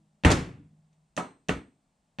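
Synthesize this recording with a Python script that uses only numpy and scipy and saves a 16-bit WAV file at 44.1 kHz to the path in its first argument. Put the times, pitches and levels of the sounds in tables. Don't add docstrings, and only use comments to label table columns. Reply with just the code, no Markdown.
import sys
import numpy as np
from scipy import signal
from scipy.io import wavfile

SR = 44100
rng = np.random.default_rng(int(sys.argv[2]) if len(sys.argv) > 2 else 0)


def store_pcm(level_fs):
    pcm = np.round(np.clip(level_fs, -1, 1) * 32767).astype(np.int16)
    wavfile.write(sys.argv[1], SR, np.atleast_2d(pcm).T)


N = 97020
T = np.arange(N) / SR
EDGES = 22 * 2 ** (np.arange(30) / 3)
CENTRES = np.sqrt(EDGES[1:] * EDGES[:-1])


def from_db(db):
    return 10 ** (np.asarray(db) / 20)


def at_hz(points, hz):
    table_hz, values = np.transpose(points)
    return np.interp(np.log(hz), np.log(table_hz), values)


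def add(out, start_s, sound):
    first = min(int(start_s * SR), N - 1)
    part = sound[..., :N - first]
    out[:, first:first + part.shape[-1]] += part


def rise(seconds):
    return 1 - np.exp(-(T[:SR] / seconds) ** 2)


def contact():
    return rise(0.00026)


def fade(t60):
    return np.exp(-np.log(1000) * T[:SR] / np.reshape(t60, (-1, 1)))


# (frequency [Hz], left-right correlation, clipped to -1..1)
NOISE_CORRELATION = [(100, 1), (300, 0.97), (700, 0.8), (1400, 0.012), (2800, 1), (5500, 0.86),
                     (9000, -.15), (14000, -3)]
# (frequency [Hz], left minus right [dB])
NOISE_BALANCE = [(200, 2), (700, -2.5), (1400, 1.2), (2500, -1.5), (5500, 3), (9000, 0.5), (14000, -0.5)]


def noise_bands(size):
    settling_samples = SR // 4
    white = rng.standard_normal((2, 2, size + settling_samples)) * np.sqrt(SR / 2)
    sides = np.array([[1], [-1]])
    bands = []
    for k, hz in enumerate(CENTRES):
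        band_filter = signal.butter(2, EDGES[k:k + 2], "band", fs=SR, output="sos")
        mid, side = signal.sosfilt(band_filter, white[k % 2])[:, -size:]
        alike = np.clip(at_hz(NOISE_CORRELATION, hz), -1, 1)
        stereo = np.sqrt((1 + alike) / 2) * mid + np.sqrt((1 - alike) / 2) * side * sides
        bands.append(stereo * from_db(sides * at_hz(NOISE_BALANCE, hz) / 2))
    return np.array(bands)


def band_gains(spectrum, extra_db=0):
    return from_db(at_hz(spectrum, CENTRES) + extra_db)[:, None]


def burst(envelopes, bands):
    return np.einsum("bct,bt->ct", bands, envelopes) * contact()


# (frequency [Hz], t60 [s])
ROOM_T60 = [(50, 0.48), (110, 0.67), (170, .52), (300, .53), (500, 0.41), (1000, 0.4), (2500, 0.44),
            (5000, 0.38), (8500, .36), (12000, 0.13)]


def room(length=1):
    build_s = 0.0035
    return (1 - np.exp(-T[:SR] / build_s)) * fade(at_hz(ROOM_T60, CENTRES) * length)


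def treble(hz):
    return 1 / (1 + (5000 / hz) ** 4)


def colour_db(hz, thump, knock, crack, bright):
    thump_hz, knock_hz, crack_hz, width_octaves = 130, 890, 2376, 0.55
    low = 1 / (1 + (hz / thump_hz) ** 4)

    def bell(centre):
        return np.exp(-0.5 * (np.log2(hz / centre) / width_octaves) ** 2)

    return thump * low + knock * bell(knock_hz) + crack * bell(crack_hz) + bright * treble(hz)


def struck(modes, colour, length=1, size=SR):
    hz, db, t60 = np.transpose(modes)
    signs = (-1) ** np.arange(1, len(hz) + 1)
    gains = from_db(db + colour_db(hz, *colour)) * signs
    sines = np.sin(2 * np.pi * hz[:, None] * T[:size])
    decays = np.exp(-np.log(1000) * T[:size] / (t60 * length)[:, None])
    return gains @ (sines * decays)


# (frequency [Hz], density [dB per Hz])
AIR_SPECTRUM = [(30, -101), (65, -101), (105, -106), (160, -95.5), (300, -108), (480, -114), (640, -106),
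                (900, -111), (1400, -118), (3000, -122), (6500, -125), (8200, -119), (10500, -133),
                (15500, -138)]


def air():
    return np.tensordot(band_gains(AIR_SPECTRUM)[:, 0], noise_bands(size=N), 1)


# (frequency [Hz], level before the blow's weight [dB], t60 [s])
PANEL_MODES = [(154, -40.5, 1.5), (169.6, -56.5, 1.9), (205.6, -43, 1.1), (236, -51.5, 0.92),
               (314.28, -43, 0.23)]


def panel():
    earlier_db = -25
    out = np.zeros((2, N))
    hum = struck(PANEL_MODES, np.zeros(4), size=N)
    for start_s, db, thump, *_ in BLOWS:
        add(out, start_s, from_db(db + thump) * hum)
    return out + from_db(earlier_db) * hum


# (time [s], level [dB], pitch [Hz])
THUDS = [(0.598, -44.5, 292), (0.724, -57.5, 227), (1.526, -30.5, 62), (1.573, -38.5, 66), (1.61, -41, 282)]


def settling():
    rise_s, t60_s = 0.0045, 0.1316
    out = np.zeros((2, N))
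    shape = (1 - np.exp(-T[:SR] / rise_s)) * fade(t60_s)
    for start_s, db, hz in THUDS:
        add(out, start_s, from_db(db) * shape * np.sin(2 * np.pi * hz * T[:SR]))
    return out


# (time [s], level [dB], extra treble [dB])
LANDINGS = [(0.2614, -10, 6.5), (0.3030, 1.5, 2), (0.3099, 1, 0), (0.3153, 2.5, 8.5), (0.32, 3, -3.5),
            (0.49, -24, -35)]
# (frequency [Hz], density [dB per Hz])
LANDING_SPECTRUM = [(60, -52.5), (300, -47.5), (800, -51.5), (2500, -64), (4500, -64.5), (8600, -70.5),
                    (10500, -88.5), (15500, -103)]


def clatter():
    t60_s, room_db = 0.034, -13.5
    out = np.zeros((2, N))
    for start_s, db, bright in LANDINGS:
        gains = band_gains(LANDING_SPECTRUM, db + bright * treble(CENTRES))
        decay = fade(t60_s) + from_db(room_db) * room(length=0.84)
        add(out, start_s, burst(gains * decay, noise_bands(size=SR)))
    return out


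# (time [s], level [dB], extra treble [dB])
TICKS = [(0.2362, 8, -24), (0.9290, -36, 0), (1.1655, -2, 8), (1.4854, 4.5, -0.5), (2.1858, 3, -23.5)]
# (frequency [Hz], density [dB per Hz])
TICK_SPECTRUM = [(60, -70.5), (170, -59), (330, -77.5), (650, -66.5), (1400, -74.5), (2600, -74),
                 (4000, -75.5), (5000, -83), (6300, -75.5), (7900, -81.5), (10000, -96.5), (12500, -106),
                 (15500, -111)]


def ticks():
    t60_s, room_db = 0.02, -6.5
    out = np.zeros((2, N))
    tick_noise = noise_bands(size=SR)
    decay = fade(t60_s) + from_db(room_db) * room(length=0.46)
    for start_s, db, bright in TICKS:
        gains = band_gains(TICK_SPECTRUM, db + bright * treble(CENTRES))
        add(out, start_s, burst(gains * decay, tick_noise))
    return out


# (frequency [Hz], level before pan and blow [dB], t60 [s])
CRACK_MODES = [(232, -9, 0.062), (412.93, -15.5, .035), (618, -10.5, .028), (930.4, -22.5, .025),
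               (1237.5, -18.5, 0.032), (1850, -5.5, 0.012), (2644, -2, 0.0084), (3127, -17, 0.015)]


def crack(colour):
    rise_s, ear_lag_s = 0.0008, 0.00005
    pan_db = -2
    hz, db, t60 = np.transpose(CRACK_MODES)
    phase, lag = rng.uniform(-1, 1, (2, len(hz), 1))
    ears = []
    for side in (-1, 1):
        ear_time = T[:SR] + side * ear_lag_s * lag
        ears.append(np.sin(2 * np.pi * hz[:, None] * ear_time + np.pi * phase) * fade(t60))
    gains = from_db(db + colour_db(hz, *colour))
    return gains @ np.array(ears) * rise(rise_s) * from_db([[pan_db], [-pan_db]])


# (time [s], level [dB], extra thump [dB], extra knock [dB], extra crack [dB],
# extra treble [dB], ring length factor of bench and room, song of the nail re the blow [dB])
BLOWS = [(0.2481, 0, 2, 0.5, 1, 3.5, 0.97, -13.5), (1.1760, -14.5, -23, 8, -2.5, 9, 0.7, 1),
         (1.4924, -8.5, -16.5, -2.5, -1, 1, 0.67, -7.5), (2.1972, -15.5, -18, 4, 1.5, -2, 0.96, -12)]
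# (frequency [Hz], level [dB], t60 [s])
BENCH_MODES = [(47.204, -18.5, 0.23), (75.5, -12, 0.34), (101.2, -17.5, .4), (129.3, -22.5, 0.52),
               (175.8, -15.5, 0.36), (255.2, -26, 0.45), (273.4, -27.5, .62), (361, -28, 0.087),
               (475, -28.5, 0.46), (613.6, -27.5, 0.29), (737.6, -25, 0.22), (913, -27.5, .2),
               (1096, -29.5, 0.14), (1344, -42.5, 0.14), (1507, -34, .28), (1930, -34, 0.38),
               (2229.1, -33, 0.38), (2980, -37.5, .2)]
# (frequency [Hz], level before the blow's [dB], t60 [s])
SONG_MODES = [(1235, -29.5, 0.09), (1288, -17.5, .13), (4100, -46, 0.36), (6050, -45.5, .28),
              (6430, -45, 0.13), (8350, -46, 0.52)]
# (frequency [Hz], density [dB per Hz])
WOOD_SPECTRUM = [(40, -54), (180, -44.5), (400, -48.5), (700, -58), (1000, -59.5), (1500, -61), (2200, -56),
                 (3000, -61.5), (4000, -66), (5000, -71.5), (6300, -71.5), (8500, -69.5), (10500, -96),
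                 (15500, -108)]
# (frequency [Hz], density [dB per Hz])
ROOM_SPECTRUM = [(30, -49), (70, -46), (170, -41.5), (320, -45), (650, -52), (1300, -52), (2500, -59),
                 (4000, -69.5), (5000, -82.5), (6300, -73), (8600, -75.5), (10500, -94.5), (15500, -109)]


def hammer():
    wood_t60_s, song_delay_s, song_rise_s = 0.044, 0.025, 0.0026
    out = np.zeros((2, N))
    song = rise(song_rise_s) * struck(SONG_MODES, np.zeros(4))
    for start_s, db, *colour, length, song_db in BLOWS:
        tint = colour_db(CENTRES, *colour)
        wood = band_gains(WOOD_SPECTRUM, tint) * fade(wood_t60_s)
        reverberation = band_gains(ROOM_SPECTRUM, tint) * room(length)
        dense = burst(wood + reverberation, noise_bands(size=SR))
        bench = contact() * struck(BENCH_MODES, colour, length)
        add(out, start_s, from_db(db) * (crack(colour) + bench + dense))
        add(out, start_s + song_delay_s, from_db(db + song_db) * song)
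    return out


def scene():
    return air() + panel() + settling() + clatter() + ticks() + hammer()


def record(dry):
    top, cutoff_hz = 0.64, 16100
    rounded = top * np.tanh(dry / top)
    return signal.sosfilt(signal.cheby2(12, 70, cutoff_hz, fs=SR, output="sos"), rounded)


dry = scene()
out = record(dry)
store_pcm(out)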